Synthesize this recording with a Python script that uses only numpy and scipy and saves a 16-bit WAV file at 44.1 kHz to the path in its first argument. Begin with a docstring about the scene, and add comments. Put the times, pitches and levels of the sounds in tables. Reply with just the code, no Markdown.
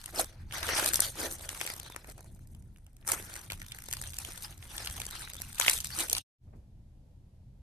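"""Hands squeeze, fold and stretch slime packed with foam beads close to a spaced pair of microphones.
Rubbing beads and tearing films are crowds of tiny ringing grains; trapped air pops in short noise bursts.
The wet mass squelches in lower grains and rings the table top; a quiet room adds rumble and hiss as shaped noise.
The sound fades out, stays silent for a moment and returns on the room, where a ladle dips into a tub:
two swells of low noise."""
import sys
import numpy as np
from scipy import signal
from scipy.fft import rfft, irfft, next_fast_len
from scipy.io import wavfile
from scipy.ndimage import uniform_filter1d, map_coordinates

SR = 44100
rng = np.random.default_rng(int(sys.argv[2]) if len(sys.argv) > 2 else 0)


def volts(x):
    """Linear amplitude factor 10**(x/20) for a level x in dB, scalar or array-like."""
    e = np.asarray(x, float) / 20
    return 10 ** e


def store_pcm(level_fs):
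    """Save levels as 16-bit WAV."""
    pcm = np.round(np.clip(level_fs, -1, 1) * 32767).astype(np.int16)
    wavfile.write(sys.argv[1], SR, np.atleast_2d(pcm).T)


N = 336022


def unit(x):
    """Scaled to rms 1."""
    return x / np.sqrt(np.mean(x ** 2) + 1e-20)


def along(points, hz):
    """(hz, value) points read on a log frequency axis."""
    f, v = np.transpose(points)
    return np.interp(np.log(hz + 1), np.log(f + 1), v)


def curves(rows):
    """One value per sample for each column after the time."""
    s, *cols = np.transpose(rows)
    return [np.interp(np.arange(N) / SR, s, c) for c in cols]


def wobble(rate_hz):
    """Smooth random curve, rate_hz knots a second (200 at most)."""
    knots = rng.standard_normal(int(N * 200 / SR) + 4)
    return map_coordinates(knots, [np.arange(N) * min(rate_hz, 200) / SR])


def filtered(x, response):
    """x times a response of frequency."""
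    m = next_fast_len(x.shape[-1] + 8192)
    spectrum = rfft(x, m) * response(np.fft.rfftfreq(m, 1 / SR))
    return irfft(spectrum, m)[..., :x.shape[-1]]


def hiss(spectrum, alike):
    """Stereo noise of rms 1 whose sides agree as far as alike says at each frequency."""
    def mid_side(hz):
        turn = np.arccos(np.clip(along(alike, hz), -1, 1)) / 2
        return volts(along(spectrum, hz)) * [np.cos(turn), np.sin(turn)]
    mid, side = filtered(rng.standard_normal((2, N)), mid_side)
    return unit(np.array([mid + side, mid - side]))


# rumble spectrum: hz, density_db [dB per Hz, relative]
ROOM_SPECTRUM = [(12, -34.5), (20, -1), (37, -2.5), (50, -5), (60, -0.5), (72, -6), (84, 1), (100, -7),
                 (128, -4.5), (145, -12.5), (182, -13.5), (322, -26), (541, -39.5), (986, -42), (1300, -73)]
# likeness of left and right: hz, likeness [-1..1]
SIDES_ALIKE = [(60, 0.98), (180, 0.96), (540, 0.65), (1610, 0.091), (4830, 0.065), (14500, 0.16)]
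# rumble over time: time_s, level_db
RUMBLE_LEVEL = [(0, -48.5), (.6, -46.5), (1.9, -49), (2.6, -49.5), (3.5, -48), (6.2, -46.5), (6.45, -53),
                (7.6, -49.5)]


def room_tone():
    """Building rumble that wavers a little, a flickering low-mid band, and a steady faint hiss."""
    low_mid = [(300, -30), (430, 1), (600, -2), (850, -3.5), (1200, -29)]
    high = [(500, -17.0), (1200, 0.0), (3500, 2.0), (8000, -2.5), (11300, -3.5), (14000, -5)]
    rumble = volts(curves(RUMBLE_LEVEL)[0] + 2.5 * wobble(9)) * hiss(ROOM_SPECTRUM, SIDES_ALIKE)
    flicker = volts(-81.5 + 4 * wobble(14)) * hiss(low_mid, SIDES_ALIKE)
    return rumble + flicker + volts(-78.0) * hiss(high, SIDES_ALIKE)


def crackle(spectrum, count, cycles, spread_db, clump_db, clump_rate_hz, wash_db, patchy_db):
    """Tiny ringing grains, each of its own pitch, moment and place; one microphone hears it up to .3 ms early."""
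    when, size, place, pitch = rng.random((count, 4)).T
    lo_hz, hi_hz = spectrum[1][0], spectrum[-2][0]
    hz = (lo_hz * (hi_hz / lo_hz) ** pitch)[:, None]
    step = np.arange(int(min(12 * SR / lo_hz, 400)))
    turns = hz * step / SR
    peak = volts(spread_db * np.minimum(-np.log(size + 1e-9), 5))[:, None]
    peak = peak * volts(along(spectrum, hz)) * hz
    phase = 2 * np.pi * (turns + place[:, None] * 7)
    ring = peak * turns * np.exp(-2 * turns / cycles) * np.sin(phase)
    at = (when * N).astype(int)[:, None] + step
    lag = np.round((place - .4) * 12).astype(int)[:, None]
    grains = [np.bincount((at + 20 + side * lag).ravel(), ring.ravel(), N)[:N] for side in (1, -1)]
    # grains too small to tell apart merge into a wash whose colour shifts in patches
    alike = [(300, 0.8), (700, 0.61), (1400, 0.34), (3000, 0.57), (9000, 0.98)]
    z = signal.stft(hiss(spectrum, alike), nperseg=256)[2]
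    field = uniform_filter1d(rng.standard_normal(z.shape[1:]), size=4, axis=0)
    field = uniform_filter1d(field, size=12, axis=1)
    wash = signal.istft(z * volts(patchy_db * unit(field)), nperseg=256)[1][:, :N]
    clumps = volts(clump_db * wobble(clump_rate_hz))
    return unit(clumps * (unit(np.array(grains)) + volts(wash_db) * unit(wash)))


# resonances of the table top under the mass: center_hz, width_hz, level_db
TABLE_MODES = [(335.6, 14, 3), (542.7, 12, 5.5), (649.5, 9.9, -2), (910, 62, -2.5)]


def table(x):
    """The wet mass drives the table top, which rings at its own pitches."""
    def response(f):
        total = 0
        for k, (center_hz, width_hz, level_db) in enumerate(TABLE_MODES):
            damping = 1j * f * width_hz
            total = total + (-1) ** k * volts(level_db) * damping / (center_hz ** 2 - f * f + damping)
        return total
    return unit(filtered(x, response))


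LAG_S, LAG_SCATTER_S = .00023, .00004  # the nearer microphone hears a pop or tick this much earlier; pops scatter
# click spectrum: hz, density_db [dB per Hz, relative]
TICK_SPECTRUM = [(1200, -25.5), (2000, -4.5), (5000, -2), (9000, 1), (12500, 1.5), (14500, -20.5)]


def ticks(count, spread_db, t60_s):
    """Single beads slip free: very short broad clicks, a few much stronger than the rest."""
    when, size, side = rng.random((count, 3)).T
    step = np.arange(96)
    click_db = spread_db * np.minimum(-np.log(size + 1e-9), 4)[:, None] - 60 * step / SR / t60_s
    click = rng.standard_normal((count, 96)) * volts(click_db)
    at = (when * N).astype(int)[:, None] + step + 20
    lag = np.round(np.where(side < .3, -.5, .5) * LAG_S * SR).astype(int)[:, None]
    pair = [np.bincount((at + sign * lag).ravel(), click.ravel(), N)[:N] for sign in (1, -1)]
    return unit(filtered(np.array(pair), lambda hz: volts(along(TICK_SPECTRUM, hz))))


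# HUSH_OVER_DB: pop over rubbing at which the dip is half deep; HUSH_S: from pop to deepest point
HUSH_DB, HUSH_S, HUSH_OVER_DB = -12, .008, 17


def hush(rub_db):
    """Gain that dips for a moment before and after each listed pop that stands well over the rubbing."""
    at = (np.array(POP_ROWS)[:, 0] * SR).astype(int)
    depth = np.clip((np.array(POP_ROWS)[:, 1] - rub_db[at]) / HUSH_OVER_DB - .5, 0, 1)
    window = np.tile(np.hanning(int(HUSH_S * 2 * SR)), 2)
    dips = signal.fftconvolve(np.bincount(at, depth, N), window, "same")
    return volts(HUSH_DB * np.clip(dips, 0, 1))


SHOWER_BUILD_S, SHOWER_T60_S = .0091, .07  # 60 dB rise before a pop, 60 dB fall after it


def showers(column, over_db):
    """A pop shakes beads and films loose: gain that gathers before each listed pop and dies away after it."""
    rows = np.array(POP_ROWS)
    kicks = np.bincount((rows[:, 0] * SR).astype(int), volts(rows[:, column] + over_db), N)

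    def fade(x, t60_s):
        return signal.lfilter([1], [1, -volts(-60 / (t60_s * SR))], x)
    return fade(kicks, SHOWER_T60_S) + fade(kicks[::-1], SHOWER_BUILD_S)[::-1]


# hand movements: time_s, rub_db [beads], wet_db [squelch]
KNEAD_LEVELS = [(0, -52.5, -73.5), (.12, -57, -63), (.137, -54, -41), (.156, -41, -42), (.203, -30, -34.5),
                (.24, -42.5, -43.5), (.27, -56.5, -63), (.377, -77, -66), (.48, -75, -81),
                (.536, -44, -52.5), (.724, -40.5, -44.5), (.78, -34, -41), (.83, -27, -40.5),
                (.89, -31.5, -44.5), (.922, -40, -50), (.95, -29.5, -44), (.985, -38, -63),
                (1.012, -34.5, -50), (1.022, -28.5, -53), (1.05, -34, -50.5), (1.13, -50.5, -60.5),
                (1.185, -38, -42), (1.22, -36.5, -41), (1.255, -37, -39), (1.3, -41.5, -45),
                (1.33, -41.5, -52), (1.37, -50, -58), (1.6, -41.5, -56.5), (1.71, -41.5, -57),
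                (1.8, -52.5, -57), (2.03, -61.5, -64.5), (2.07, -58, -63), (2.088, -49, -45),
                (2.118, -48, -52), (2.13, -64.5, -79), (2.165, -66.5, -59), (2.19, -53, -50),
                (2.225, -62.5, -60), (2.255, -63, -57.5), (2.32, -66.5, -71.5), (2.72, -76, -79.5),
                (3.03, -76, -79), (3.09, -26.5, -51), (3.115, -29.5, -41.5), (3.16, -45.5, -54.5),
                (3.2, -43, -51), (3.25, -50.5, -58), (3.36, -48.5, -57.5), (3.48, -57.5, -69),
                (3.65, -58, -71), (3.9, -48, -63.5), (4.11, -49, -67.5), (4.27, -44, -61),
                (4.42, -50, -63.5), (4.445, -42.5, -61), (4.47, -51, -64.5), (4.58, -58.5, -67.5),
                (4.81, -42.5, -54), (5.0, -48, -60.5), (5.09, -49, -62), (5.2, -45, -59),
                (5.32, -52.5, -63.5), (5.52, -52, -71.5), (5.61, -38, -54.5), (5.69, -30, -50.5),
                (5.8, -37, -62), (5.83, -48, -64), (5.855, -33.5, -68), (5.89, -49.5, -82),
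                (5.99, -34.5, -43), (6.02, -33, -40), (6.045, -35, -45), (6.08, -44, -55),
                (6.14, -53.5, -51), (6.155, -37, -59.5), (6.2, -42, -62.5)]
# offsets from the rub/wet mixes: time_s, films_db, smack_db
BLEND_LEVELS = [(0, 4.5, 4.5), (.2, -5, -6), (.4, 7, 8), (.6, 2.5, 2), (.72, 7, 7.5), (.85, 1, -1.5),
                (1.0, 1.5, -1), (1.1, -3, -5.5), (1.2, 0, 0), (1.3, -5, -7.5), (1.5, -1, -1.5),
                (1.9, 4, 4.5), (2.1, -5, -4), (2.3, -5.5, -4.5), (3.05, -12.5, 0.5), (3.3, -0.5, 0.5),
                (3.7, 2.5, 1.5), (4.1, 1.5, -3), (4.5, -1, 0), (4.9, 3, 2), (5.3, 4.5, 3.5), (5.6, 4, 3.5),
                (5.8, 1.5, -9.5), (5.95, 4.5, 2.5), (6.05, -4, -3), (6.2, 4.5, -12)]
# layer spectra: hz, density_db [dB per Hz, relative]
BEAD_SPECTRUM = [(4500, -28.5), (6000, 1), (7300, -4), (8800, 5.5), (10200, 3), (11300, -20.5), (12600, 7),
                 (14000, -12.5)]
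FILM_SPECTRUM = [(1800, -23), (2500, -4.5), (3500, -1), (4300, -2), (5500, -6), (6200, -1.5), (7500, -25)]
SQUELCH_SPECTRUM = [(150, -39), (270, 0.5), (345, -8), (420, -5), (620, -3.5), (800, -3.5), (1100, -30.5)]
FILM_MIX, SMACK_MIX = 0.73, 0.6  # share of rub_db against wet_db, 0-1
SHOWER_BEADS_DB, SHOWER_FILMS_DB = -28, -18  # over a pop's bright_db, over its snap_db
TABLE_DB, SMACK_PAN_DB, TICK_DB = -3, 3.5, -5  # ring over squelch, left over right, ticks over rubbing


def kneading():
    """Beads rub past each other, films of glue tear and smack, the wet mass squelches."""
    smack_spectrum = [(550, -27.5), (800, -1.5), (1050, -5.0), (1500, -0.5), (2500, -5.5), (3200, -31.0)]
    surge_db = 1.9 * wobble(45)  # the grip slips, and all layers surge together
    beads = crackle(BEAD_SPECTRUM, count=9000, cycles=9, spread_db=3.5,
                    clump_db=3, clump_rate_hz=90, wash_db=1, patchy_db=3)
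    films = crackle(FILM_SPECTRUM, count=5000, cycles=4.3, spread_db=-1.0,
                    clump_db=0.5, clump_rate_hz=80, wash_db=2.5, patchy_db=7.0)
    smack = crackle(smack_spectrum, count=3000, cycles=3.2, spread_db=1.5,
                    clump_db=1.0, clump_rate_hz=64, wash_db=1.0, patchy_db=3.5)
    squelch = crackle(SQUELCH_SPECTRUM, count=1500, cycles=2.3, spread_db=4.0,
                      clump_db=0.0, clump_rate_hz=38, wash_db=-3.5, patchy_db=-2.0)
    smack = smack * volts([[SMACK_PAN_DB / 2], [-SMACK_PAN_DB / 2]])
    squelch = unit(squelch + volts(TABLE_DB) * table(squelch))
    rub_db, wet_db = curves(KNEAD_LEVELS)
    films_over_db, smack_over_db = curves(BLEND_LEVELS)
    films_db = FILM_MIX * rub_db + (1 - FILM_MIX) * wet_db + films_over_db
    smack_db = SMACK_MIX * rub_db + (1 - SMACK_MIX) * wet_db + smack_over_db
    calm = hush(rub_db)
    loose_beads = showers(column=1, over_db=SHOWER_BEADS_DB)
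    loose_films = showers(column=2, over_db=SHOWER_FILMS_DB)
    mass = (calm * volts(rub_db) + loose_beads) * beads
    mass += (calm * volts(films_db) + loose_films) * films
    mass += (calm * volts(smack_db) + volts(0.5) * loose_films) * smack
    mass += volts(wet_db) * squelch
    mass += calm * volts(rub_db + TICK_DB) * ticks(count=1800, spread_db=6, t60_s=.002)
    return volts(surge_db) * mass * (np.arange(N) < 6.3 * SR)  # stops inside the silence


# small pops: bright over rubbing; snap and hollow over bright before scatter
SMALL_DB, SMALL_SNAP_DB, SMALL_HOLLOW_DB, SMALL_SCATTER_DB = 5.5, -21.5, -29.5, 2.5
DRY_GAIN = 0.37  # dB per dB of rubbing over squelch: wet presses pop less


def small_pops(count):
    """Pop rows at random moments, strong where the rubbing is strong and dry."""
    when, pitch = rng.random((count, 2)).T
    bright, snap, hollow = SMALL_SCATTER_DB * rng.standard_normal((count, 3)).T
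    start_s = .02 + when * 6.1
    rub_db, wet_db = np.array(curves(KNEAD_LEVELS))[:, (start_s * SR).astype(int)]
    level_db = rub_db + SMALL_DB + DRY_GAIN * np.clip(rub_db - wet_db, 0, 20)
    snap_hz = 1800 * 2 ** pitch
    return list(zip(start_s, level_db + bright, level_db + SMALL_SNAP_DB + snap, snap_hz,
                    level_db + SMALL_HOLLOW_DB + hollow))


# single pops: start_s, bright_db, snap_db, snap_hz, hollow_db
POP_ROWS = [(0.0402, -36, -44, 3700, -72), (0.0591, -24, -39.5, 3480, -65), (0.0787, -46.5, -46, 1700, -58),
            (0.091, -48, -45, 1690, -54), (0.191, -30, -48, 2950, -56), (0.203, -22, -42, 2940, -32),
            (0.244, -28, -58, 2200, -50), (0.33, -52.5, -56, 2130, -73), (0.5102, -48, -40, 2370, -57),
            (0.5235, -36.5, -36, 2370, -57), (0.5433, -43, -37, 1940, -45), (0.63, -24, -29.5, 3300, -55),
            (0.6898, -33, -26.5, 1910, -28.5), (0.733, -34.5, -33, 2560, -29),
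            (0.752, -24.5, -49, 3400, -49), (0.765, -31.5, -31, 2100, -35), (0.7885, -25.5, -30, 1720, -26),
            (0.7972, -17, -29, 1670, -42), (0.826, -27, -39, 2040, -28.5), (0.8602, -12, -24, 3720, -53),
            (0.888, -16, -49, 2980, -51), (0.9346, -11.5, -31, 2020, -57), (0.9426, -9, -26, 3740, -40),
            (0.9571, -9.5, -40, 3580, -49), (0.993, -32, -30, 1730, -31.5), (1.0039, -4.5, -42, 2040, -38),
            (1.0198, -19.5, -41, 3650, -38), (1.1552, -36.5, -53, 2500, -46), (1.3943, -36, -56, 3050, -46),
            (1.4094, -37.5, -45, 3200, -47), (1.4488, -43.5, -44, 1840, -46),
            (1.4907, -20.5, -32.5, 2980, -59), (1.5, -31.5, -53, 2520, -61), (1.529, -34, -58, 1790, -40),
            (1.5485, -31, -42, 2470, -57), (1.575, -32, -56, 2080, -59), (1.605, -31, -34, 2500, -50),
            (1.6131, -21, -26, 2550, -31), (1.6519, -34.5, -38, 2880, -36.5), (1.6641, -22, -34, 2890, -43),
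            (1.6748, -27, -30.5, 2780, -49), (1.701, -26, -31.5, 2550, -34),
            (1.7376, -27.5, -65, 2810, -64), (1.764, -34, -59, 1990, -43), (1.7984, -26, -44, 2580, -62),
            (1.831, -33, -52, 2500, -58), (1.8623, -40, -51, 2980, -49), (1.8999, -36, -54, 1740, -38),
            (1.922, -38.5, -47, 2170, -59), (1.946, -63, -47, 2330, -44), (1.9621, -26, -34, 1620, -38),
            (2.0442, -44, -45.5, 2240, -46), (2.0728, -40.5, -67, 2000, -59), (2.099, -35, -66, 1800, -54),
            (2.1797, -42, -57, 2230, -46), (2.192, -56, -62, 2000, -47), (2.2069, -38.5, -77, 2090, -49),
            (2.228, -48.5, -75, 2000, -66), (2.2437, -45, -74, 2000, -53), (2.348, -48, -82, 2050, -87),
            (2.392, -52, -60, 1700, -73), (2.4725, -47, -86, 1800, -69.5), (2.5484, -44.5, -57, 2980, -60),
            (2.6236, -51, -69, 2120, -81), (2.761, -54.5, -55.5, 2300, -68), (2.772, -52.5, -72, 3580, -74),
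            (2.784, -52.5, -65, 2000, -65), (2.8655, -46.5, -58, 2660, -68),
            (2.9312, -55.5, -86, 3000, -81), (2.9667, -46.5, -63.5, 3020, -69),
            (3.026, -66, -57, 2500, -66), (3.049, -50, -49.5, 1870, -59), (3.065, -38, -51, 2160, -53),
            (3.0767, -18, -38, 1930, -47), (3.0985, -24, -58, 2850, -54), (3.1185, -8, -31.5, 2420, -60),
            (3.199, -46, -42.5, 1950, -43), (3.225, -34, -54, 2500, -56), (3.298, -39.5, -48, 2500, -47),
            (3.356, -31, -40, 2050, -63), (3.3634, -28.5, -40, 2240, -67), (3.414, -36.5, -64, 2080, -73),
            (3.462, -45, -63, 3700, -63), (3.5018, -31.5, -28.5, 2710, -43), (3.509, -33.5, -40, 3000, -50),
            (3.52, -25.5, -33, 3300, -38), (3.5322, -30.5, -38, 2550, -49), (3.54, -38, -48, 2500, -53),
            (3.576, -43.5, -59, 2500, -65), (3.6005, -38, -55, 2500, -66), (3.617, -33.5, -35, 2370, -58),
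            (3.627, -37.5, -67, 2500, -69), (3.646, -48.5, -66, 2000, -65), (3.664, -35.5, -51, 2170, -73),
            (3.684, -36, -58, 3000, -68), (3.711, -41.5, -49, 2500, -66), (3.72, -29, -33, 3050, -68),
            (3.7473, -34.5, -45, 1900, -53), (3.7867, -32.5, -40, 1790, -60),
            (3.8212, -32.5, -48, 2110, -73), (3.839, -33, -62, 2200, -63), (3.862, -37, -59, 2500, -66),
            (3.886, -29, -44, 3700, -40.5), (3.9117, -26, -38, 2300, -63), (3.927, -17.5, -33, 3120, -45),
            (3.9354, -19, -32, 2080, -49), (3.9686, -29, -37, 3720, -45.5), (4.0147, -22.5, -42, 1670, -48),
            (4.0235, -26.5, -60, 3500, -48), (4.0379, -32.5, -40.5, 2090, -68),
            (4.0657, -40, -40.5, 3200, -71), (4.074, -31.5, -55, 3200, -64), (4.1043, -33, -68, 3230, -62),
            (4.1342, -34.5, -40, 3000, -67), (4.142, -30, -52, 3290, -72), (4.1673, -32, -44, 3700, -71),
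            (4.186, -19, -37, 2230, -45), (4.2488, -27.5, -34, 2780, -47), (4.2864, -45.5, -61, 2270, -41),
            (4.3763, -32.5, -41, 3610, -49), (4.4466, -40.5, -39, 3690, -60), (4.5256, -47, -45, 3180, -70),
            (4.578, -40, -65, 3000, -71), (4.6264, -43, -42.5, 2970, -55), (4.6534, -42, -53, 2200, -53),
            (4.678, -43, -66, 3000, -60), (4.78, -26, -32, 3570, -51), (4.803, -39, -40, 1800, -37.5),
            (4.8242, -39, -46, 3580, -46), (4.847, -30.5, -38, 2840, -66), (4.86, -28, -36, 3480, -62),
            (4.8727, -27, -27.5, 3600, -69), (4.8986, -28, -42, 2040, -46), (4.91, -30, -52, 2800, -53),
            (4.966, -32, -52, 3200, -64), (4.979, -35, -40, 3200, -57), (5.0009, -23, -35, 2160, -46),
            (5.017, -24, -32, 3280, -53), (5.0414, -37, -48, 2500, -55), (5.053, -28, -42, 3020, -60),
            (5.0655, -24, -51, 1800, -43), (5.089, -40, -48, 2500, -64), (5.104, -36, -53, 3000, -62),
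            (5.1093, -28, -44, 3420, -65), (5.1541, -35, -43, 1700, -46), (5.2754, -56, -39, 1820, -61),
            (5.2994, -30.5, -41.5, 2290, -68), (5.3343, -27.5, -43, 3830, -67),
            (5.344, -30.5, -51, 3600, -65), (5.3533, -34.5, -45, 2040, -47), (5.366, -34.5, -51, 3000, -56),
            (5.4014, -36.5, -50, 2500, -44), (5.412, -33.5, -48, 3000, -68),
            (5.4181, -19.5, -42.5, 2100, -50), (5.5286, -32, -53, 3700, -65), (5.546, -32, -47, 3200, -66),
            (5.555, -30, -59, 3260, -69), (5.5836, -28, -36, 3330, -53), (5.5983, -8, -25.5, 1640, -31),
            (5.612, -20.5, -22, 2840, -52), (5.621, -39, -25, 3600, -51), (5.648, -22.5, -28.5, 2470, -58),
            (5.663, -22, -25, 2180, -33), (5.6812, -16.5, -10, 2680, -24.5), (5.697, -7, -27, 2720, -37),
            (5.7124, -17, -55, 2890, -55.5), (5.7376, -21.5, -52, 3720, -42),
            (5.787, -26.5, -36, 3000, -48), (5.8035, -21, -36, 3430, -60),
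            (5.8451, -20.5, -37.5, 1990, -67), (5.9042, -37, -39.5, 2170, -62),
            (5.9336, -34, -53, 2860, -59), (6.0852, -28, -41, 3000, -48), (6.098, -14, -34, 3460, -46),
            (6.109, -26, -40, 3200, -52), (6.115, -24, -33, 3200, -50), (6.1296, -6.5, -26.5, 3660, -31),
            (6.1502, -26, -25, 3630, -41), (6.167, -30.5, -31, 3600, -57), (6.1817, -23, -30.5, 3480, -60)]
# hollow, snap, bright: rise_s [e-fold], t60_s, rms_over_db [over the pop's dB], own_share [differs per side]
POP_PARTS = [(0.0006, 0.0096, -1.5, 0.2), (0.0012, 0.006, 1.5, 0.35), (0.0012, 0.0085, -4.5, 0.4)]
# pops from the left hand: from_s, to_s
LEFT_SPANS = [(.2, .21), (.52, .7), (.85, .87), (1.01, 1.03), (1.43, 1.5), (1.66, 1.71), (1.89, 1.91),
              (3.9, 3.92), (4.24, 4.26), (5.03, 5.105), (5.605, 5.7), (6.16, 6.2)]
BUILD_S, PRE_S = .001, .006  # first tear to peak; buffer start to peak
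PAN_DB, PAN_SCATTER_DB = 1, 4.5  # left over right
CRACK = 7  # added to one noise sample, before the band filter
# the hollow and snap spread through the mass and reach both sides more nearly together
HOLLOW_LAG, SNAP_LAG = .4, .5  # share of the lag


def pops():
    """Each pop is a burst of one or two milliseconds: a hollow part, a snap around its own pitch and a bright part."""
    out = np.zeros((2, N + 2048))
    t = np.arange(1024) / SR - PRE_S
    rows = small_pops(count=110) + list(POP_ROWS)
    noise = rng.standard_normal((len(rows), 3, 3, 1024))  # pop, part, (shared, left, right), sample
    draws = rng.uniform(-1, 1, (len(rows), 2))
    noise[:, :, 0, 262] += CRACK * np.sign(noise[:, :, 0, 262])  # the film breaks in one sharp crack
    for (start_s, bright_db, snap_db, snap_hz, hollow_db), seed, (late, lean) in zip(rows, noise, draws):
        from_left = any(a < start_s < b for a, b in LEFT_SPANS)
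        lag_s = LAG_SCATTER_S * late + LAG_S * (-1 if from_left else 1)
        pan_db = PAN_DB + PAN_SCATTER_DB * lean
        bands_hz = [(240, 1200), (snap_hz / 1.44, snap_hz * 1.4), (4800, 15500)]
        levels_db = [hollow_db, snap_db, bright_db]
        lag_shares = [HOLLOW_LAG, SNAP_LAG, 1]
        pop = np.zeros((2, 1024))
        for part, band_hz, level_db, raw, share in zip(POP_PARTS, bands_hz, levels_db, seed, lag_shares):
            rise_s, t60_s, rms_over_db, own_share = part
            rise = np.exp(np.minimum(t, 0) / rise_s)
            shape = np.where(t < 0, rise, volts(-60 * np.maximum(t, 0) / t60_s))
            band = signal.sosfiltfilt(signal.butter(2, band_hz, "band", fs=SR, output="sos"), raw)
            pair = shape * (band[0] + own_share * band[1:])
            pair = pair / np.sqrt(np.mean(pair[:, 200:330] ** 2))  # rms 1 around the peak
            pair = volts(level_db + rms_over_db) * pair
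            shift = round(share * lag_s * SR / 2)
            pop += [np.roll(pair[0], shift), np.roll(pair[1], -shift)]
        start = round((start_s + BUILD_S - PRE_S) * SR)
        out[:, start:start + 1024] += pop * volts([[pan_db / 2], [-pan_db / 2]])
    return out[:, :N]


# room decay: hz, t60_s
WALL_DECAY = [(300, 0.064), (3000, 0.11), (12000, 0.012)]


def walls(x):
    """Each frequency of the room's answer dies at its own speed."""
    hz, t, z = signal.stft(rng.standard_normal((2, SR // 3)), SR, nperseg=256)
    decay = volts(-60 * t / along(WALL_DECAY, hz)[:, None])
    tail = signal.istft(z * decay, SR, nperseg=256)[1]
    return signal.fftconvolve(x, tail / np.linalg.norm(tail[0]), axes=1)[:, :N]


# ladle in gel: time_s, level_db
LADLE_LEVEL = [(6.44, -93.5), (6.48, -67.5), (6.52, -77), (6.535, -56), (6.57, -69.5), (6.68, -77)]
# the tub takes the weight: time_s, level_db
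THUD_LEVEL = [(6.53, -90), (6.56, -50.5), (6.6, -61.5), (6.66, -83)]


def ladle():
    """A ladle sinks softly into thick gel, and the tub thuds: two bands of noise."""
    thud_spectrum = [(70, -32), (120, 1), (200, -5), (400, -12.5), (700, -44.5)]
    gel_spectrum = [(150, -35.5), (300, -8.0), (600, 0.5), (1000, -12.5), (2500, -23.5), (3500, -58)]
    thud = volts(curves(THUD_LEVEL)[0]) * hiss(thud_spectrum, SIDES_ALIKE)
    return thud + volts(curves(LADLE_LEVEL)[0]) * hiss(gel_spectrum, SIDES_ALIKE)


def scene():
    """Slime near the microphones, in the room; only the direct pops reach well above 13 kHz."""
    steady_tone = [(13200, 1.0), (13450, -64.5)]
    pop_tone = [(10000, -1.5), (13100, -2.0), (13600, -16.5), (15000, -30.0), (16500, -35.5)]
    bursts = pops()
    echo = volts(-18) * walls(bursts)
    steady = room_tone() + kneading() + echo + ladle()
    steady = filtered(steady, lambda hz: volts(along(steady_tone, hz)))
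    return steady + filtered(bursts, lambda hz: volts(along(pop_tone, hz)))


def band_limit(x):
    """A steep low-pass at the top of the band."""
    return signal.sosfilt(signal.butter(12, 15070, fs=SR, output="sos"), x)


# master fader, out and in around a short silence: time_s, gain_db
FADER = [(6.19, -4), (6.215, -19.5), (6.245, -80), (6.26, -110), (6.37, -110), (6.39, -28.5), (6.42, -9),
         (6.44, -3.5)]


def record(dry):
    """The fader rides the mix, which clips at full scale."""
    mix = np.clip(dry * volts(curves(FADER)[0]), -1, 1)
    return band_limit(mix)


dry = scene()
out = record(dry)
store_pcm(out)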